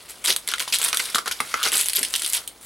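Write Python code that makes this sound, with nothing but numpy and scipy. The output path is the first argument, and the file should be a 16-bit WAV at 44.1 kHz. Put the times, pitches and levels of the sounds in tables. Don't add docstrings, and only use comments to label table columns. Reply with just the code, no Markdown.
import sys
import numpy as np
from scipy import signal
from scipy.fft import rfft, irfft, next_fast_len
from scipy.io import wavfile
from scipy.ndimage import uniform_filter1d, map_coordinates

SR = 44100
rng = np.random.default_rng(int(sys.argv[2]) if len(sys.argv) > 2 else 0)


def to_linear_factor(level_db):
    exponent = np.asarray(level_db, float) / 20
    return 10 ** exponent


def unload_wav(signal):
    wavfile.write(
        sys.argv[1],
        SR,
        np.round(np.clip(np.atleast_2d(signal).T, -1, 1) * 32767).astype(np.int16),
    )


N = 116865
TIME = np.arange(N) / SR

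# pitch_hz, width_hz, level_db
WALLS = [(2510, 4540, -7.5), (3250, 1010, 2.5), (4480, 1470, -2.5), (6120, 1300, -2)]
# pitch_hz, width_hz, level_db
CARD = [(228, 330, -8.5), (450, 155, 2)]
CARD_DB = -13


def unit(x):
    return x / np.sqrt(np.mean(x ** 2) + 1e-20)


def along(points, hz):
    f, v = np.transpose(points)
    return np.interp(np.log(hz + 1), np.log(f + 1), v)


def filtered(x, response):
    m = next_fast_len(N + 8192)
    return irfft(rfft(x, m) * response(np.fft.rfftfreq(m, 1 / SR)), m)[..., :N]


def body(peaks):
    def shape(f):
        total = 0
        for k, (pitch_hz, width_hz, db) in enumerate(peaks):
            damping = 1j * f * width_hz
            total = total + (-1) ** k * to_linear_factor(db) * damping / (pitch_hz ** 2 - f * f + damping)
        return total

    def response(f):
        low_cut = 1j * f / (peaks[0][0] / 2 + 1j * f)
        return shape(f) * low_cut / np.sqrt(np.mean(abs(shape(f)) ** 2))

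    return response


def dying(times, gains, t60):
    at = np.clip(np.round(np.asarray(times) * SR).astype(int), 0, N - 1)
    jumps = np.bincount(at, gains, N)
    return signal.lfilter([1], [1, -to_linear_factor(-60 / (abs(t60) * SR))], jumps)


def rings(rows, t60, attack):
    out, t = np.zeros(N + SR), np.arange(4000) / SR
    for s, db, hz in rows:
        a, b = rng.standard_normal(2)
        second_hz = hz * (1.17 + 0.079 * a)
        pair = np.sin(2 * np.pi * hz * t) + 0.26 * np.sin(2 * np.pi * second_hz * t + b)
        out[round(s * SR):][:len(t)] += to_linear_factor(db - 60 * t / t60) * (1 - np.exp(-t / attack)) * pair
    return out[:N]


def crackle(per_s, spread_db):
    draw = rng.random((6000, 2))
    times = np.cumsum(-np.log(draw[:, 0])) / per_s
    size = to_linear_factor(spread_db * np.minimum(-np.log(draw[:, 1]), 2))
    return unit(dying(times, size * (times < N / SR), .005))


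def air():
    # pitch_hz, level_db
    air_colour = [(15, -34), (25, -2.5), (641, 1), (1190, -5), (3620, -48), (13200, -33), (16000, -6)]
    hum_hz, hum_db, air_db = 51, -63.5, -50.5
    mid, side = filtered(rng.standard_normal((2, N)), lambda hz: to_linear_factor(along(air_colour, hz)))
    hum = filtered(rng.standard_normal(N), lambda f: 1 / (1 + ((f - hum_hz) / 5) ** 2))
    scale = to_linear_factor(air_db) / np.std(mid)
    return scale * mid + to_linear_factor(hum_db) * unit(hum), scale * to_linear_factor(-19) * side


def rubbing():
    # start_s, level_db
    handling = [
        (0, -43.5),
        (.46, -42.5),
        (.9, -34),
        (1.1, -30),
        (1.23, -43),
        (1.5, -32.5),
        (1.9, -37),
        (2.38, -31),
        (2.46, -45),
        (2.65, -51.5),
    ]
    rub_db = np.interp(TIME, *np.transpose(handling))
    grain = 0.52 + 0.19 * crackle(900, spread_db=17.0)
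    return [to_linear_factor(rub_db + part_db) * grain for part_db in (-3, -4, -8.0, -24)]


def crackle_runs():
    run_starts = [.085, .24, .271, .311, .49, .605, .676, .722, .79, .855, .93, .992, 1.01, 1.144, 1.18,
                  1.257, 1.31, 1.63, 1.722, 1.785, 1.83, 1.948, 2.13, 2.232, 2.334, 2.61, 1.98, 2.01, 1.273]
    # length_s, level_db, hollow_db, rim_db
    run_shapes = [(0.03, -35.5, -13, 5.5), (0.014, -19, -6.5, 4.5), (0.038, -12, -10, -2),
                  (0.014, -20.5, -13, -27), (0.031, -25.5, -12, -29), (0.027, -28, -3, 0),
                  (0.012, -24, -25, -2.5), (0.028, -12, -13, -2.5), (0.072, -23.5, -4.5, -23),
                  (0.035, -21.5, -7.5, -2), (0.058, -40, -16, 3), (0.0081, -16.5, -12, -6.5),
                  (0.054, -30, -39, 2), (0.019, -22, -27, 4), (0.011, -25.5, -27, -7),
                  (0.017, -24, 0.5, -5), (0.012, -19.5, -15, -3), (0.055, -13, -10.5, -6),
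                  (0.047, -20, -1.5, 1), (0.026, -19, -9, 3), (0.045, -30.5, -33, 7.5),
                  (0.012, -21, -27, -7), (0.0047, -40.5, 7.5, 18), (0.02, -24.5, -39, -0.5),
                  (0.036, -18.5, -16, -1), (0.046, -43, -3, 9), (0.0075, -15, -9, -0.5),
                  (0.004, -30, -16, 11), (0.0027, -16, -3, -6)]
    per_s, spread_db, release_s = 600, 9, 0.056
    runs = np.zeros((4, N))
    for start, (length, db, hollow_db, rim_db) in zip(run_starts, run_shapes):
        rise = np.clip((TIME - start) / .0025, 0, 1)
        fall = to_linear_factor(-60 * np.clip(TIME - start - length, 0, None) / release_s)
        for k, part_db in enumerate((0, rim_db, hollow_db, hollow_db + CARD_DB)):
            runs[k] += to_linear_factor(db - 4 + part_db) * rise * fall
    common = crackle(per_s, spread_db)
    for k in range(4):
        grain = .6 * common + .4 * crackle(per_s, spread_db)
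        runs[k] *= 0.22 + 0.39 * grain
    return runs


def ticks(k):
    # start_s, walls_db, rim_db
    tick_table = [(0.2489, -22, -15), (0.2716, -16, -19), (0.2769, -15, -15), (0.2948, -15, -14),
                  (0.3032, -14, -17), (0.3237, -16, -24), (0.3273, -21, -21), (0.335, -26, -22),
                  (0.5584, -31, -27), (0.6092, -26, -20), (0.6184, -22, -22), (0.6235, -21, -21),
                  (0.6779, -25, -31), (0.7004, -26, -26), (0.737, -14, -18), (0.754, -15, -21),
                  (0.7589, -15, -19), (0.7653, -19, -20), (0.803, -22, -19), (0.8228, -28, -17),
                  (0.8962, -23, -20), (0.9638, -23, -22), (0.9948, -21, -18), (0.9993, -15, -15),
                  (1.0552, -24, -22), (1.1002, -30, -25), (1.1547, -14, -17), (1.1668, -18, -22),
                  (1.259, -25, -27), (1.6856, -19, -17), (1.7376, -16, -15), (1.7521, -23, -14),
                  (1.7666, -16, -16), (1.7769, -21, -15), (1.7924, -19, -15), (1.8251, -27, -18),
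                  (1.8331, -24, -20), (1.9014, -19, -21), (1.9211, -33, -25), (1.9918, -25, -16),
                  (2.0845, -32, -26), (2.1013, -34, -24), (2.1061, -32, -24), (2.123, -35, -25),
                  (2.1299, -29, -21), (2.1982, -34, -23), (2.2084, -31, -30), (2.2333, -33, -19),
                  (2.2885, -32, -22), (2.2956, -28, -19), (2.3249, -20, -18), (2.3417, -16, -16),
                  (2.3483, -19, -14), (2.3685, -34, -20)]
    start, *part_db = np.transpose(tick_table)
    gain = to_linear_factor(part_db[k] + (-6.5, -4.5)[k])
    spike = dying(start + .0003, gain * to_linear_factor(1.5), .0002)
    return dying(start, gain, 0.013), spike


def snaps(k):
    # start_s, walls_db, rim_db
    snap_table = [(0.2594, -14, -15), (0.3631, -16, -8), (0.4759, -19, -12), (0.4877, -14, -14),
                  (0.5155, -24, -21), (0.5376, -12, -21), (0.5831, -24, -26), (0.5961, -16, -14),
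                  (0.6023, -12, -18), (0.7864, -21, -11), (0.8161, -23, -14), (0.8294, -21, -13),
                  (0.8406, -23, -11), (0.8445, -19, -14), (0.8478, -22, -10), (0.8832, -22, -15),
                  (0.9293, -13, -18), (0.9459, -15, -15), (0.9718, -14, -13), (1.1472, -13, -18),
                  (1.1836, -17, -20), (1.2788, -16, -19), (1.3138, -21, -22), (1.404, -16, -14),
                  (1.5415, -16, -26), (1.63, -15, -12), (1.7189, -22, -15), (1.7318, -22, -14),
                  (1.7564, -18, -12), (1.7711, -19, -12), (1.7804, -23, -11), (1.8111, -19, -11),
                  (1.8585, -19, -15), (1.8855, -16, -12), (1.8973, -15, -15), (1.9334, -18, -12),
                  (1.9634, -22, -9), (1.9693, -15, -14), (2.0302, -10, -13), (2.0325, -15, -16),
                  (2.0493, -13, -15), (2.1391, -10, -16), (2.153, -14, -20), (2.1602, -13, -13),
                  (2.1808, -30, -22), (2.195, -25, -23), (2.2206, -17, -21), (2.2461, -12, -20),
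                  (2.2627, -19, -16), (2.2761, -25, -14), (2.3, -32, -17), (2.3333, -19, -10),
                  (2.4765, -26, -18)]
    start, *part_db = np.transpose(snap_table)
    gain = to_linear_factor(part_db[k] + (-1, 1)[k])
    first = dying(start, gain, (.007, .005)[k])
    table_slap = dying(start + .003, gain * to_linear_factor(-14), .016)
    after = dying(start, gain * to_linear_factor(-28.5), 0.087)
    spike = -dying(start, gain * to_linear_factor(9), .0002)
    return first + table_slap + after, spike


def pops():
    # start_s, level_db, pitch_hz
    pop_table = [(0.4775, -25.5, 2200), (.488, -29, 2100), (.521, -24.5, 1500), (0.538, -17, 1400),
                 (0.581, -24.5, 1920), (0.602, -22, 1530), (0.677, -24, 990), (0.93, -16.5, 1270),
                 (0.942, -18.5, 1420), (0.998, -14.5, 2070), (1.146, -15.5, 1410), (1.158, -11.5, 1280),
                 (1.182, -17, 1260), (1.188, -18, 1360), (1.259, -23, 1450), (1.276, -15.5, 1350),
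                 (1.311, -21, 1480), (1.4033, -12.5, 1222), (1.4025, -16.5, 2140), (1.404, -18.5, 2610),
                 (1.541, -11.5, 1290), (1.54, -16.5, 2080), (1.541, -18, 2550), (1.654, -23, 1410),
                 (1.661, -20, 1360), (1.98, -33, 1100)]
    start, db, _ = np.transpose(pop_table)
    rattle = [dying(start, to_linear_factor(db - 11.5 + part_db), 0.03) for part_db in (0, CARD_DB)]
    return rings(pop_table, t60=0.013, attack=0.00037) * to_linear_factor(4.5), rattle


def flexed(x):
    z = signal.stft(x, nperseg=128)[2]
    field = uniform_filter1d(rng.standard_normal(z.shape), size=4, axis=0)
    field = uniform_filter1d(field, size=6, axis=1)
    gain = to_linear_factor(2.4 * unit(field))
    return signal.istft(z * unit(gain), nperseg=128)[1][:N]


def shell():
    # pitch_hz, width_hz, level_db
    rim = [(8210, 2590, -2.5), (11000, 2320, -1), (14900, 3100, -16)]
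    # pitch_hz, width_hz, level_db
    hollow = [(980, 260, -6), (1330, 300, 0), (2150, 450, -6)]
    rub, runs = rubbing(), crackle_runs()
    pop_ring, rattle = pops()
    noise = rng.standard_normal(N)
    parts = np.zeros(N)
    for k, peaks in enumerate((WALLS, rim, hollow, CARD)):
        rough, spikes = runs[k] + rub[k], 0
        if k < 2:
            tick, tick_spike = ticks(k)
            snap, snap_spike = snaps(k)
            rough = rough + tick + snap
            spikes = tick_spike + snap_spike
        else:
            rough = rough + rattle[k - 2]
        parts = parts + filtered(rough * noise + spikes, body(peaks))
    return pop_ring + flexed(parts)


def chain(shaken):
    count, length = 700, 700
    draw, t = rng.standard_normal((count, 3)), np.arange(length) / SR
    at = (rng.random(count) * (N - length)).astype(int)
    size = uniform_filter1d(abs(shaken), 1500)[at] * to_linear_factor(-22 + 6 * draw[:, 0])
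    hz = np.clip(10700 * np.exp(.1 * draw[:, 1:2]), 0, 13000)
    tick = size[:, None] * np.sin(2 * np.pi * hz * t) * to_linear_factor(-60 * t / 0.036)
    return np.bincount((at[:, None] + np.arange(length)).ravel(), tick.ravel(), N)


def thumps():
    # start_s, level_db, pitch_hz
    thump_table = [
        (0.296, -25.5, 536),
        (1.148, -28.5, 220),
        (1.407, -36, 295),
        (1.673, -52, 475),
        (1.739, -30.5, 320),
        (1.9811, -28.5, 375),
        (2.0094, -29.5, 270),
        (2.235, -36, 343),
    ]
    s, db, _ = np.transpose(thump_table)
    scrape = filtered(dying(s, to_linear_factor(db - 8.5), 0.075) * rng.standard_normal(N), body(CARD))
    return rings(thump_table, t60=.04, attack=.002) + scrape


def creak():
    start_s, end_s = 1.553, 1.626
    first_per_s, last_per_s = 270, 125
    u = np.clip((TIME - start_s) / (end_s - start_s), 0, 1)
    rate = (first_per_s + (last_per_s - first_per_s) * np.sqrt(u)) * (u > 0) * (u < 1)
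    count = np.cumsum(rate) / SR
    slips = np.diff(np.floor(count), prepend=0) * to_linear_factor(11.0 * u + rng.normal(0, 2.6, N))
    hollow_ring = body([(1310, 330, 0)])
    ring = filtered(filtered(slips, hollow_ring), hollow_ring)
    rasp = filtered(dying(TIME, slips, 0.02) * rng.standard_normal(N), body(WALLS[:2]))
    return to_linear_factor(-26.5) * (ring + to_linear_factor(-11) * rasp)


def clinks():
    # start_s, level_db, pitch_hz
    clink_table = [
        (1.957, -5, 11600),
        (1.969, -22, 11900),
    ]
    return rings(clink_table, t60=0.016, attack=0.00091)


def room(x):
    # pitch_hz, t60_s
    ring_times = [(300, 0.28), (2000, 0.13), (10000, 0.14)]
    # pitch_hz, level_db
    side_colour = [(100, -17), (700, -1.5), (5000, -3.5), (10000, -32)]
    out, step, delay = np.zeros((2, N + SR)), SR // 5, 130
    for a in range(0, N, step):
        hz, t, z = signal.stft(rng.standard_normal((2, SR // 3)), SR, nperseg=256)
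        fade = to_linear_factor(-60 * t / along(ring_times, hz)[:, None])
        tail = signal.istft(z * fade, SR, nperseg=256)[1]
        wet = signal.fftconvolve(x[None, a:a + step], tail / np.linalg.norm(tail[0]), axes=1)
        out[:, a + delay:a + delay + wet.shape[1]] += wet
    return out[0, :N], filtered(out[1, :N], lambda hz: to_linear_factor(along(side_colour, hz)))


def scene():
    pack = shell()
    pack = pack + chain(pack) + thumps() + creak() + clinks()
    mid, side = room(pack)
    bed, bed_side = air()
    room_gain = to_linear_factor(-8.5)
    sway = .02 + .09 * map_coordinates(rng.standard_normal(400), [TIME * 120])
    m = pack + room_gain * mid + bed
    s = sway * pack + room_gain * side + bed_side
    return np.array([m + s, m - s])


def low_pass(x):
    return signal.sosfilt(signal.butter(12, 16980, fs=SR, output="sos"), x)


def record(dry):
    limited = dry / (1 + (dry / .75) ** 4) ** (1 / 4)

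    def band(hz):
        return 1j * hz / (35 + 1j * hz) / (1 + (hz / 16000) ** 120)

    return low_pass(filtered(limited, band))


dry = scene()
out = record(dry)
unload_wav(out)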